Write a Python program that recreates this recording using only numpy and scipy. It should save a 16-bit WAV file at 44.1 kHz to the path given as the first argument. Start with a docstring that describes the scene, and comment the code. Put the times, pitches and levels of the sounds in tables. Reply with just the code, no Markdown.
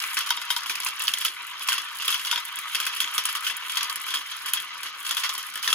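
"""Sharp clicks and hollow knocks over a steady rolling: glass marbles circle in the plastic funnels of a
toy track, drop from funnel to chute and strike each other. Rolling over ridges excites the plastic
as noise; each drop rings its damped modes and shoves neighbours into a clatter; glass on glass ticks.
The sound reaches the two microphone ports of a nearby camera in a carpeted room."""
import sys
import numpy as np
from scipy import signal
from scipy.fft import rfft, irfft, next_fast_len
from scipy.io import wavfile
from scipy.ndimage import uniform_filter1d, map_coordinates

SR = 44100
rng = np.random.default_rng(int(sys.argv[2]) if len(sys.argv) > 2 else 0)


def persist_wave(psi):
    """Save psi, clipped to +-1, as 16-bit WAV."""
    counts = np.round(np.clip(psi, -1, 1) * 32767).astype(np.int16)
    wavfile.write(sys.argv[1], SR, np.atleast_2d(counts).T)


N = 253134


def amp(db):
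    """Decibels as an amplitude ratio."""
    return 10 ** (np.asarray(db) / 20)


def unit_rms(x):
    """Normalisation to an rms of 1."""
    return x / np.sqrt(np.mean(x ** 2) + 1e-20)


def log_interp(points, hz):
    """Interpolation on a logarithmic frequency axis."""
    knots_hz, values = np.transpose(points)
    return np.interp(np.log(hz + 1), np.log(knots_hz + 1), values)


def filtered(x, response):
    """Linear filtering: the spectrum times a frequency response."""
    size = next_fast_len(N + 8192)
    return irfft(rfft(x, size) * response(np.fft.rfftfreq(size, 1 / SR)), size)[..., :N]


def wobble(per_s):
    """Slow modulation: a spline through random knots."""
    return map_coordinates(rng.standard_normal(int(N * per_s / SR) + 4), [np.arange(N) * per_s / SR])


def noise_pair(spectrum):
    """Two uncorrelated shaped noises; patches of the spectrum swell and fade as marbles come and go."""
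    cells = signal.stft(rng.standard_normal((2, N + 512)), nperseg=512)[2]
    patches = uniform_filter1d(rng.standard_normal(cells.shape[1:]), size=3, axis=0)
    patches = uniform_filter1d(patches, size=6, axis=1)
    pair = signal.istft(cells * amp(2.22 * unit_rms(patches)), nperseg=512)[1][:, :N]
    return unit_rms(filtered(pair, lambda hz: amp(log_interp(spectrum, hz))))


def bursts(times, level_db, t60):
    """Incoherent summation: an envelope of exponential decays whose powers add."""
    power = np.bincount(np.round(times * SR).astype(int), amp(2 * level_db), N)[:N]
    fall = amp(-120 / (t60 * SR))
    return np.sqrt(signal.lfilter([1], [1, -fall], power))


def swell(envelope, build_s=0.0022):
    """A first-order lag softens the jumps of an envelope."""
    step = 1 / (1 + build_s * SR)
    return signal.lfilter([step], [1, step - 1], envelope)


def contacts(per_s, spread_db, t60):
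    """Shot noise: the envelope of many tiny random contacts."""
    when, strength = rng.random((int(per_s * N / SR), 2)).T
    level_db = -spread_db * np.log(strength + 4 / per_s)
    return unit_rms(bursts(when * (N - 1) / SR, level_db, t60))


# likeness of the two ports: (frequency [Hz], coherence [0-1])
PORT_COHERENCE = [(60, .92), (500, .75), (1200, .88), (1750, .5), (2600, .72), (4300, .3), (5900, .3),
                  (7400, .7), (8500, .96), (9700, .75), (10900, .97), (12500, .76), (13400, .95),
                  (14700, .62), (15700, .92)]
# lead of the left port: (frequency [Hz], phase [rad])
PORT_LEAD = [(0, 0), (520, .7), (1200, .2), (1900, .5), (2600, 1.5), (4600, 2.4), (5700, 2.7), (6400, .2),
             (7100, -1.1), (7750, -2.6), (8300, -3.1), (8900, -3.25), (9500, -4.1), (10500, -6),
             (11400, -6.5), (12600, -8.8), (13300, -9.4), (13900, -9.7), (14700, -11.2), (15700, -12.5)]
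# left port over right: (frequency [Hz], level difference [dB])
PORT_BALANCE = [(60, 1), (250, -1.5), (420, -1), (800, 3.5), (1200, 3), (2000, 1.5), (3400, 0),
                (5000, -2.5), (7200, 0), (15000, 0)]
SIDE = np.array([[.5], [-.5]])  # left, right


def ports(pair):
    """Diffraction: the camera body delays and shades a (shared, differing) pair into left and right."""
    def path(hz):
        lead = np.interp(hz, *np.transpose(PORT_LEAD))
        return amp(SIDE * log_interp(PORT_BALANCE, hz)) * np.exp(1j * SIDE * lead)

    def angle(hz):
        return np.arccos(log_interp(PORT_COHERENCE, hz)) / 2

    shared = filtered(pair[0], lambda hz: path(hz) * np.cos(angle(hz)))
    differing = filtered(pair[1], lambda hz: path(hz) * np.sin(angle(hz)) * np.sign(SIDE))
    return shared + differing


# low noise of room and towers: (frequency [Hz], relative level [dB])
MURMUR_SPECTRUM = [(25, -28), (60, -14), (120, -11.5), (220, -12), (300, -5), (650, -7), (900, -8.5),
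                   (1200, -32)]


def murmur():
    """Forced vibration: the faint murmur of the room and the track's towers swells after each blow."""
    times, db, knock_db = np.transpose(BLOWS)[:3]
    shaken = swell(bursts(times, db + .5 * knock_db - 34.5, t60=0.094))
    return (amp(-65.5 + 0.13 * wobble(6.0)) + shaken) * noise_pair(MURMUR_SPECTRUM)


# modes of funnels and chutes: (frequency [Hz], relative level [dB], decay time T60 [s])
PLASTIC_MODES = [(967, -16, 0.99), (1151, -10, 0.2), (1254, -13, 0.066), (1471, 8.5, 0.22),
                 (1767, -20, 0.17), (2030, -34, 0.047), (2275, -21, 0.073), (2704, 1, 0.63),
                 (2970, -2.5, 0.72), (3090, -22, 0.2), (3310, 2.5, 0.46), (4050, -14, 0.014),
                 (4740, -28, 0.11), (5070, -3, 0.5), (6250, -22, 0.044)]


def plastic_resonance(x, lift_db):
    """Resonance: each mode lifts a peak out of broad noise, narrower the longer it rings."""
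    mode_hz, _, t60 = np.transpose(PLASTIC_MODES)[:, :, None]
    width_hz = np.log(1000) / (np.pi * t60)

    def response(hz):
        peaks = np.sum(1 / (1 + (2 * (hz - mode_hz) / width_hz) ** 2), 0)
        return np.sqrt(1 + amp(2 * lift_db) * peaks)

    return unit_rms(filtered(x, response))


# marbles circling: (time [s], rumble level [dB], rattle level [dB])
ROLL_LEVELS = [(0.0, -31, -40), (0.22, -36, -46.5), (1.15, -36, -46), (1.26, -39, -50),
               (1.45, -37.5, -50.5), (2.05, -37.5, -47), (2.17, -37, -45), (2.51, -35.5, -45.5),
               (3.36, -35, -45.5), (3.52, -37, -52), (3.76, -33.5, -43), (3.93, -36.5, -45),
               (4.2, -37, -46), (4.75, -38, -50), (5.07, -38.5, -46.5), (5.21, -36.5, -50),
               (5.51, -39, -47), (5.74, -36.5, -50)]
# marbles nudging each other: (time [s], level [dB])
NUDGE_LEVELS = [(0.0, -49), (0.19, -44), (1.18, -45), (1.34, -52.5), (2.03, -47), (2.17, -46), (2.56, -51),
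                (3.04, -45), (3.66, -50), (3.84, -47.5), (5.08, -50), (5.23, -44), (5.48, -49.5),
                (5.74, -45)]
# funnel rumble, slap on plastic and bright glass rattle: (frequency [Hz], relative level [dB])
RUMBLE_SPECTRUM = [(500, -47), (780, -8), (880, -9.5), (960, 0), (1500, 1), (1900, -2), (2700, 1),
                   (3250, 3), (4200, -12), (6800, -17), (9000, -30), (12000, -63)]
SLAP_SPECTRUM = [(2500, -8), (4300, 6.5), (6000, 3.5), (7000, -5), (9000, -42)]
GLASS_SPECTRUM = [(2500, -40), (5000, -29), (6900, -6.5), (8000, -1.5), (12000, -2), (15600, -10.5),
                  (15900, -52), (17000, -64)]


def rolling():
    """Roughness excitation: glass on ridged plastic drives the funnels with countless small bumps."""
    times, rumble_db, rattle_db = np.transpose(ROLL_LEVELS)
    t = np.arange(N) / SR
    rumble = amp(np.interp(t, times, rumble_db) + 0.54 * wobble(25))
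    rumble *= contacts(1200, spread_db=1.0, t60=0.032)
    rattle = amp(np.interp(t, times, rattle_db) + 2.5 * wobble(25.56))
    rattle *= contacts(300, spread_db=3.5, t60=0.044)
    nudges = amp(np.interp(t, *np.transpose(NUDGE_LEVELS))) * contacts(250, spread_db=2.5, t60=0.035)
    funnels = plastic_resonance(noise_pair(RUMBLE_SPECTRUM), lift_db=6.0)
    return rumble * funnels + nudges * noise_pair(SLAP_SPECTRUM) + rattle * noise_pair(GLASS_SPECTRUM)


# marbles touching: (time [s], level [dB], relative slap level [dB])
GLASS_TICKS = [(0.0024, -23, -2), (0.022, -26, -4), (0.0384, -27, 2), (0.0972, -25, -22), (0.133, -22, -23),
               (0.1442, -17, -19), (0.1695, -28, -10), (0.1895, -15, -19), (0.2089, -23, -13),
               (0.2468, -33, -5), (0.262, -28, -3), (0.272, -25, -9), (0.2915, -26, 3), (0.3047, -15, -3),
               (0.3684, -24.5, -8), (0.415, -26, -15), (0.452, -29, -6), (0.504, -23, -5),
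               (0.5092, -30, -5), (0.5638, -20, 0), (0.6065, -32, 0), (0.634, -26.5, -4), (0.6874, -34, -9),
               (0.6958, -21.5, -3), (0.7547, -19.5, -5.5), (0.8024, -21, -9), (0.8225, -28, -14),
               (0.8343, -25, -5), (0.848, -14, -20), (0.868, -22, -0.5), (0.8874, -20, -10),
               (0.9957, -20, -21), (1.0213, -17, -16), (1.039, -18, -16), (1.053, -26, -14),
               (1.0714, -27, 2), (1.0793, -17.5, -1), (1.1167, -26, -8), (1.1371, -18, -1.5),
               (1.173, -29, -9), (1.186, -18, -19), (1.2106, -22, -13), (1.2494, -13, -8.5),
               (1.2574, -17, -15), (1.4203, -35, -20), (1.4674, -28, -19), (1.513, -34, -15),
               (1.5788, -41, 5), (1.5946, -29, -6), (1.6202, -28, -10), (1.632, -27, -16),
               (1.676, -21, -13), (1.6864, -17, -3), (1.729, -21, -1), (1.7806, -20.5, -17),
               (1.8186, -28, -18), (1.8467, -34, -18), (1.9495, -30, -20), (1.9714, -28, -15),
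               (1.9867, -24.5, -5), (2.022, -21.5, -13), (2.057, -23, -16), (2.0796, -15, -11),
               (2.1021, -25, -12), (2.1433, -21, -15), (2.1784, -28, -16), (2.1958, -25, -15),
               (2.2316, -37, -17), (2.2496, -24, -6), (2.2583, -23, -8), (2.2695, -20, -14),
               (2.3128, -19, -3), (2.359, -23, -9), (2.3755, -32, -7), (2.402, -27, -14),
               (2.452, -21.5, -27), (2.5247, -31, -16), (2.5578, -22.5, -25), (2.5887, -20.5, -25),
               (2.6135, -28, -19), (2.7147, -40, -5), (2.7292, -32, -7), (2.7473, -21, -4),
               (2.753, -19, -7), (2.7886, -30, -17), (2.801, -18.5, -13), (2.8537, -22, -5),
               (2.866, -17.5, -12), (2.95, -22, -15), (3.0033, -14.5, -8), (3.074, -36, -7),
               (3.106, -38, -7), (3.14, -19.5, -14), (3.18, -12.5, -9), (3.238, -24, -13),
               (3.254, -11, -17), (3.3278, -21.5, -26), (3.3513, -21, -15), (3.3702, -31, -17),
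               (3.4072, -24, -24), (3.4357, -27, -18), (3.467, -34, -15), (3.5675, -19, -31),
               (3.683, -25, -15), (3.696, -31, -17), (3.7204, -21, -11), (3.7559, -26, -1),
               (3.772, -20, -5), (3.8094, -28, -1), (3.8305, -20, -2.5), (3.8444, -30, 2),
               (3.8977, -22, -3.5), (3.9275, -26, -19), (3.9424, -45, -18), (3.9582, -16.5, -18),
               (4.0003, -27, -22), (4.0153, -22.5, -20), (4.0654, -26, -11), (4.0811, -26, -18),
               (4.1045, -24, -12), (4.1395, -34, -13), (4.145, -28, -17), (4.1904, -29, -19),
               (4.2208, -45, -11), (4.2637, -33, -17), (4.3191, -33, -5), (4.367, -24, -24),
               (4.4189, -30, -10), (4.4628, -22, -23), (4.4824, -31, -15), (4.5351, -8.5, -19),
               (4.6004, -24, -14), (4.623, -27, -26), (4.749, -36, -5), (4.78, -34, -6),
               (4.8316, -23.5, -10), (5.004, -27, -18), (5.0285, -30, -20), (5.049, -32, -4),
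               (5.0654, -23, -4), (5.093, -19, -9), (5.1105, -18.5, -7), (5.1482, -23, -7),
               (5.1685, -17, -16), (5.1983, -22, -10), (5.2377, -21, -5), (5.2928, -22, 2),
               (5.3268, -32, -17), (5.3383, -21, -22), (5.3514, -23, -6), (5.379, -22, -18),
               (5.4071, -32, -16), (5.4291, -26, -8), (5.467, -24.5, -27), (5.5004, -27, -17),
               (5.539, -27, -9), (5.5563, -19.5, -19), (5.5752, -24, -20), (5.5952, -35, -11),
               (5.6281, -20.5, -5.5), (5.677, -20.5, 2), (5.7023, -19, -4), (5.7284, -14, -8)]


def glass_ticks():
    """Hard contact is brief, hence bright: glass clicks on glass, with a duller plastic slap under it."""
    times, db, slap_db = np.transpose(GLASS_TICKS)
    tilt_db = 2 * np.tanh(rng.standard_normal(len(times)))  # some ticks sharper, some duller
    glass = noise_pair(GLASS_SPECTRUM)
    lower = filtered(glass, lambda hz: 1 / (1 + (hz / 10500) ** 8))
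    upper = glass - lower

    def click(level_db):
        return bursts(times, level_db - 6, t60=.008) + bursts(times, level_db - 13, t60=0.057)

    slap = bursts(times, db + slap_db - 0.5, t60=0.029) * noise_pair(SLAP_SPECTRUM)
    return click(db - tilt_db) * lower + click(db + tilt_db) * upper + slap


def ring(hz, level_db, t60, t, detune=0.0087, uneven_db=2.5, shared_rad=0.53, differing_rad=3.9):
    """Modal superposition: a pair of damped sine sums, with random spread in level, pitch and phase."""
    draw = rng.standard_normal((4, len(hz), 1))
    rise = 1 - np.exp(-t / .0006)
    envelope = amp(level_db + uneven_db * draw[0] - 60 * t / t60) * rise
    phase = 2 * np.pi * hz * (1 + detune * draw[1]) * t
    shared = np.sum(envelope * np.sin(phase + shared_rad * draw[2]), 0)
    differing = -np.sum(envelope * np.cos(phase + differing_rad * draw[3]), 0)
    return np.array([shared, differing])


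def favour(hz, centre_hz, width):
    """Selective excitation: where a blow lands decides which modes ring most."""
    return np.exp(-(np.log(hz / centre_hz) / width) ** 2)


# modes of the entry cup: (frequency [Hz], relative level [dB], decay time T60 [s])
CUP_MODES = [(963, -8.5, 0.084), (1474, -4, 0.025), (2105, -11.5, 0.053), (2710, -16, 0.033),
             (3183, -6, 0.052), (3267, -13, 0.13), (3570, -9, 0.032), (3697, -8.5, 0.089),
             (4420, -21, 0.042), (5170, -15.5, 0.076), (4990, -12, 0.076), (6200, -34, 0.05),
             (6710, -27, 0.05)]
CUP_BELOW_HZ = 1000  # a blow whose low mode lies below this lands in the cup


def cup_knock(high_hz, t):
    """Free vibration of the hollow entry cup, with modes near high_hz favoured."""
    hz, db, t60 = np.transpose(CUP_MODES)[:, :, None]
    db = db + 5 * favour(hz, high_hz, 0.02)
    return amp(-4) * ring(hz, db, t60, t, detune=.003, uneven_db=1.5, shared_rad=.3, differing_rad=.7)


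def track_knock(knock_db, low_hz, high_hz, clatter_db, t):
    """Impulse response: the struck spot gives a heavily damped clack, then the whole part rings on."""
    spot_hz, spot_db = high_hz * np.array([[.86], [1], [1.05]]), np.array([[-6], [1], [-5]])
    clack = ring(spot_hz, spot_db, .014, t, detune=.003, uneven_db=1, shared_rad=.15, differing_rad=.3)
    knock = ring(np.array([[low_hz]]), knock_db, 0.025, t, uneven_db=1.05, differing_rad=1.0)
    hz, db, t60 = np.transpose(PLASTIC_MODES)[:, :, None]
    db = db + 8 * (favour(hz, low_hz, 0.011) + favour(hz, high_hz, 0.094))
    db += np.where(hz < 1900, knock_db + 0.5, 0)
    loaded_t60 = 0.33 * t60  # the load of marbles damps the part
    return clack + knock + amp(clatter_db - 10.5) * ring(hz, db, loaded_t60, t, detune=0.019)


def ringing(hits):
    """Impact excitation: each hit rings the cup or the track, plus four random upper modes."""
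    pair, t = np.zeros((2, N + SR)), np.arange(SR // 10) / SR
    for time, db, knock_db, _, low_hz, high_hz, clatter_db in hits:
        pings = ring(rng.uniform(4085, 7600, (4, 1)), level_db=-21.5, t60=.045, t=t)
        if low_hz < CUP_BELOW_HZ:
            knock = cup_knock(high_hz, t)
        else:
            knock = track_knock(knock_db, low_hz, high_hz, clatter_db, t)
        start = round(time * SR)
        pair[:, start:start + len(t)] += amp(db) * (pings + knock)
    return pair[:, :N]


# loose parts shaken by a hit: (frequency [Hz], relative level [dB])
CLATTER_SPECTRUM = [(500, -52), (850, -16), (1000, 0), (1500, -3), (1900, -2), (2500, -2.5), (3000, 2.5),
                    (3350, 6.5), (3800, -6.5), (4500, -17.5), (6800, -17), (9000, -27), (12000, -56)]


def clatter(hits):
    """Secondary collisions and reflections: loose parts and near walls answer each hit with noise."""
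    times, db, _, sizzle_db, low_hz, _, clatter_db = np.transpose(hits)
    tail_db = db + clatter_db - 2 * (low_hz < CUP_BELOW_HZ)  # fewer neighbours rattle in the cup
    jostle = contacts(300, spread_db=0.5, t60=0.16)  # shoved neighbours make the tail lumpy
    plastic = plastic_resonance(noise_pair(CLATTER_SPECTRUM), lift_db=2.0)
    body = swell(bursts(times, tail_db - 1.5, t60=0.23)) * plastic
    slap = swell(bursts(times, tail_db - 4, t60=0.2)) * noise_pair(SLAP_SPECTRUM)
    sizzle = swell(bursts(times, sizzle_db - 6, t60=0.13)) * noise_pair(GLASS_SPECTRUM)
    return jostle * (body + slap) + sizzle


def light_taps(per_s=3.2):
    """A random point process: soft hits whose level follows the rumble, as rows like those of BLOWS."""
    when, strength, low, high = rng.random((int(per_s * N / SR), 4)).T
    times = when * (N - 1) / SR
    rumble_db = np.interp(times, *np.transpose(ROLL_LEVELS)[:2])
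    db = rumble_db - 5.5 + 0.5 * np.log(strength + 0.056)
    columns = np.broadcast_arrays(times, db, -6, db - 18, 1050 + 650 * low, 2300 + 1100 * high, -12)
    return np.transpose(columns)


def blow_pan(cup_left_db=3.5, scatter_db=0.8):
    """Level difference, held from blow to blow: the cup is to the left, the rest near the middle."""
    times, low_hz = np.transpose(BLOWS)[[0, 4]]
    pan_db = np.where(low_hz < CUP_BELOW_HZ, cup_left_db, scatter_db * rng.standard_normal(len(times)))
    latest = np.clip(np.searchsorted(times, np.arange(N) / SR) - 1, 0, None)
    return amp(uniform_filter1d(pan_db[latest], size=64) * SIDE)


# marbles striking plastic: (time [s], level [dB], relative knock level [dB], sizzle level [dB],
# favoured low mode [Hz], favoured high mode [Hz], relative clatter level [dB])
BLOWS = [(0.039, -20.5, -4.5, -41, 1070, 2440, -21), (0.146, -37, -14, -32, 1300, 3160, -2),
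         (0.169, -13.5, -4.5, -24.5, 1580, 2420, -10.5), (0.207, -19.5, -7, -33, 1290, 3060, -11.5),
         (0.263, -22.5, -8, -30, 1300, 3120, -13), (0.305, -10, -20, -39, 956, 3210, -16),
         (0.372, -19, -14, -49, 985, 3120, -21), (0.416, -24, -15, -34, 950, 3250, -16),
         (0.5032, -10.5, -17, -21, 958, 3170, -16), (0.509, -20, -13, -35, 958, 3170, -16),
         (0.564, -14.5, -18, -31, 961, 3170, -11), (0.659, -24, -2.5, -27, 1020, 2910, -9),
         (0.697, -15.5, -6.5, -24, 1560, 2390, -11), (0.756, -20.5, -12, -40, 1140, 2540, -26),
         (0.801, -23, -4, -40, 1006, 2250, -9), (0.863, -15, -4.5, -23.5, 1070, 2490, -11.5),
         (1.001, -19.5, -7, -34, 1790, 2700, -10), (1.021, -26, -7, -33, 1150, 3140, -16),
         (1.046, -29.5, -1, -30, 1280, 3120, -4), (1.0804, -7.5, -16.5, -23, 1320, 3110, -23),
         (1.092, -18, -20, -40, 1280, 2680, -20), (1.1379, -10.5, -23, -28, 1290, 3200, -24),
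         (1.173, -22.5, -9, -39, 1670, 3030, -14), (1.202, -25, -18, -26, 1290, 3080, -10),
         (1.214, -19, -17, -26, 1110, 3230, -11.5), (1.251, -8.5, -11, -20, 1350, 3050, -19),
         (1.257, -15, -26, -36, 1470, 3100, -14.5), (1.282, -16, -19, -36, 1670, 3240, -24),
         (1.608, -28.5, 0.5, -38, 1080, 3230, -6.5), (1.622, -25, -6, -27.5, 1280, 3030, -17),
         (1.668, -26.5, -3, -35, 1330, 2650, -8.5), (1.686, -13, -5, -17, 1104, 2460, -10),
         (1.72, -15, -3.5, -20, 1560, 2800, -13), (1.729, -16, -8, -27, 1480, 3150, -14),
         (1.738, -20, -1.5, -28, 1400, 2590, -11), (1.78, -15, -7, -31, 1180, 3140, -14),
         (1.999, -22, -8, -33, 1190, 2800, -9.5), (2.022, -28, -3, -30, 1200, 2850, -5.5),
         (2.046, -29.5, -12, -26, 1250, 2480, 0.5), (2.081, -9, -11.5, -25, 1270, 3260, -17.5),
         (2.09, -17, -7, -30, 1270, 2870, -14), (2.102, -20, -5, -18.5, 1270, 3150, -5.5),
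         (2.1255, -15, -13, -28, 1410, 3300, -14), (2.143, -15, -10, -27, 1460, 3020, -13.5),
         (2.196, -23.5, -16, -38, 1210, 2800, -11), (2.249, -20, -9, -34, 1400, 3200, -13),
         (2.271, -20, -22, -29, 1260, 3130, -8.5), (2.313, -9.5, -13, -26, 1390, 3240, -16.5),
         (2.3265, -12, -16, -34, 956, 2690, -20), (2.359, -14, -11, -44, 1260, 3270, -18.5),
         (2.376, -15.5, -23, -33, 958, 3680, -16), (2.57, -24.5, -19, -43, 1280, 3380, -14),
         (2.59, -24.5, -16, -39, 1240, 2320, -20), (2.729, -26, -25, -30, 1280, 3500, -11),
         (2.748, -15, -10, -28, 1440, 3200, -11), (2.754, -14, -18, -36, 1550, 2670, -24),
         (2.801, -15, -8, -24, 1550, 3180, -15.5), (2.827, -21.5, -13, -35, 1230, 3180, -14),
         (2.866, -18.5, -1.5, -23.5, 1560, 2430, -9.5), (2.926, -25.5, -6, -35, 1210, 2970, -11),
         (2.962, -23, -8, -25.5, 1130, 2820, -8.5), (3.003, -9, -16, -19, 1530, 3200, -19.5),
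         (3.014, -20.5, -16, -38, 1520, 3380, -10), (3.0423, -14.5, -15, -35, 1570, 3200, -22),
         (3.031, -19, -14, -45, 1500, 3300, -18), (3.075, -19.5, -16, -50, 1580, 3260, -21),
         (3.146, -25, -8, -22.5, 1240, 3030, -13), (3.18, -11.5, -5, -24, 1250, 3270, -14.5),
         (3.253, -17, -5, -22, 1280, 3140, -10), (3.288, -23.5, -1, -25, 1590, 2800, -6),
         (3.352, -18.5, -5.5, -26, 1130, 2980, -11.5), (3.424, -25, -3, -31, 1300, 2340, -14),
         (3.444, -24.5, -12, -25, 1360, 3070, -4), (3.467, -12.5, -15, -22, 1480, 3070, -14),
         (3.499, -16.5, -7, -30, 1700, 3140, -15.5), (3.696, -24.5, -6, -26, 1440, 3200, -5),
         (3.77, -13.5, -13, -23.5, 1300, 3210, -12), (3.808, -15.5, -14, -37, 1630, 3190, -12),
         (3.828, -18.5, -10, -30, 1090, 3060, -21), (3.9, -25.5, -1, -30, 1150, 3200, -10.5),
         (3.958, -22.5, -6, -36, 1750, 3000, -12.5), (4.066, -24.5, -0.5, -34, 1330, 2340, -10),
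         (4.082, -25.5, -2, -30, 1290, 3120, -7), (4.106, -21, -15, -31, 1150, 3500, -13),
         (4.139, -17, -5, -21, 1570, 3170, -9), (4.157, -17, -9, -35, 1430, 3300, -22),
         (4.171, -16, -22, -42, 1190, 3280, -22), (4.187, -23, -14, -50, 1300, 3270, -32),
         (4.314, -32, -8, -41, 1270, 3300, -2), (4.457, -28.5, -4, -26.5, 1190, 3000, -4),
         (4.481, -25, -8, -28, 1230, 2300, -8), (4.536, -11, -11.5, -20, 1400, 3130, -17),
         (4.545, -29, -11, -43, 1380, 3300, -13), (4.571, -19, -9, -40, 1580, 3260, -12),
         (4.601, -21.5, -14, -34, 1450, 3300, -22), (4.833, -24.5, -4, -29.5, 1520, 3050, -14),
         (4.857, -30.5, 0, -34, 1146, 2950, -4.5), (5.049, -28, -3.5, -28, 1240, 3040, -6),
         (5.066, -26, -17, -27, 1740, 3170, -7.5), (5.091, -25, -9, -40, 1720, 3170, -7),
         (5.109, -12, -9.5, -24, 1395, 3300, -15), (5.169, -15, -6.5, -24.5, 1260, 3300, -12),
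         (5.179, -20.5, -3, -31, 1510, 2860, -12.5), (5.202, -23, -17, -29, 1350, 3620, -19),
         (5.234, -21.5, -4, -27, 1070, 3180, -5), (5.245, -19.5, -6, -27, 1080, 2150, -10),
         (5.292, -23, -5, -30, 1060, 3600, -8), (5.299, -20, -20, -41, 1290, 3300, -25),
         (5.35, -26, 0, -44, 1070, 3360, -11), (5.379, -26, -4, -27, 1130, 3130, -6),
         (5.557, -22, -3.5, -45, 1700, 3100, -15), (5.575, -28, -2, -54, 1740, 3320, -9),
         (5.632, -25.5, -9, -26, 1300, 3100, -3), (5.644, -20.5, -18, -25, 1220, 3030, -12),
         (5.659, -24, -4, -30, 1330, 3200, -18), (5.676, -10.5, -3.5, -25, 1850, 3500, -17),
         (5.687, -14, -7, -36, 1720, 3500, -17), (5.704, -18.5, -11.5, -23, 1730, 3100, -10),
         (5.728, -7, -10.5, -25.5, 1310, 3250, -16)]


def marble_blows():
    """Impact sound: blows and light taps each give modal ringing and noisy clatter."""
    hits = np.vstack([BLOWS, light_taps()])
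    return blow_pan() * ports(ringing(hits) + clatter(hits))


def shell_radiation(x, cutoff_hz=850):
    """Radiation efficiency: small thin shells give off hardly any bass."""
    highpass = signal.butter(8, 2 * np.pi * cutoff_hz, "high", analog=True)
    return filtered(x, lambda hz: signal.freqs(*highpass, 2 * np.pi * hz)[1])


def scene():
    """Superposition of the marbles and the low murmur at the two ports."""
    marbles = ports(rolling() + glass_ticks()) + marble_blows()
    return shell_radiation(marbles) + ports(murmur())


def record(dry):
    """Band limiting: the camera passes nothing above its top frequency."""
    return filtered(dry, lambda hz: hz < 16650)


dry = scene()
out = record(dry)
persist_wave(out)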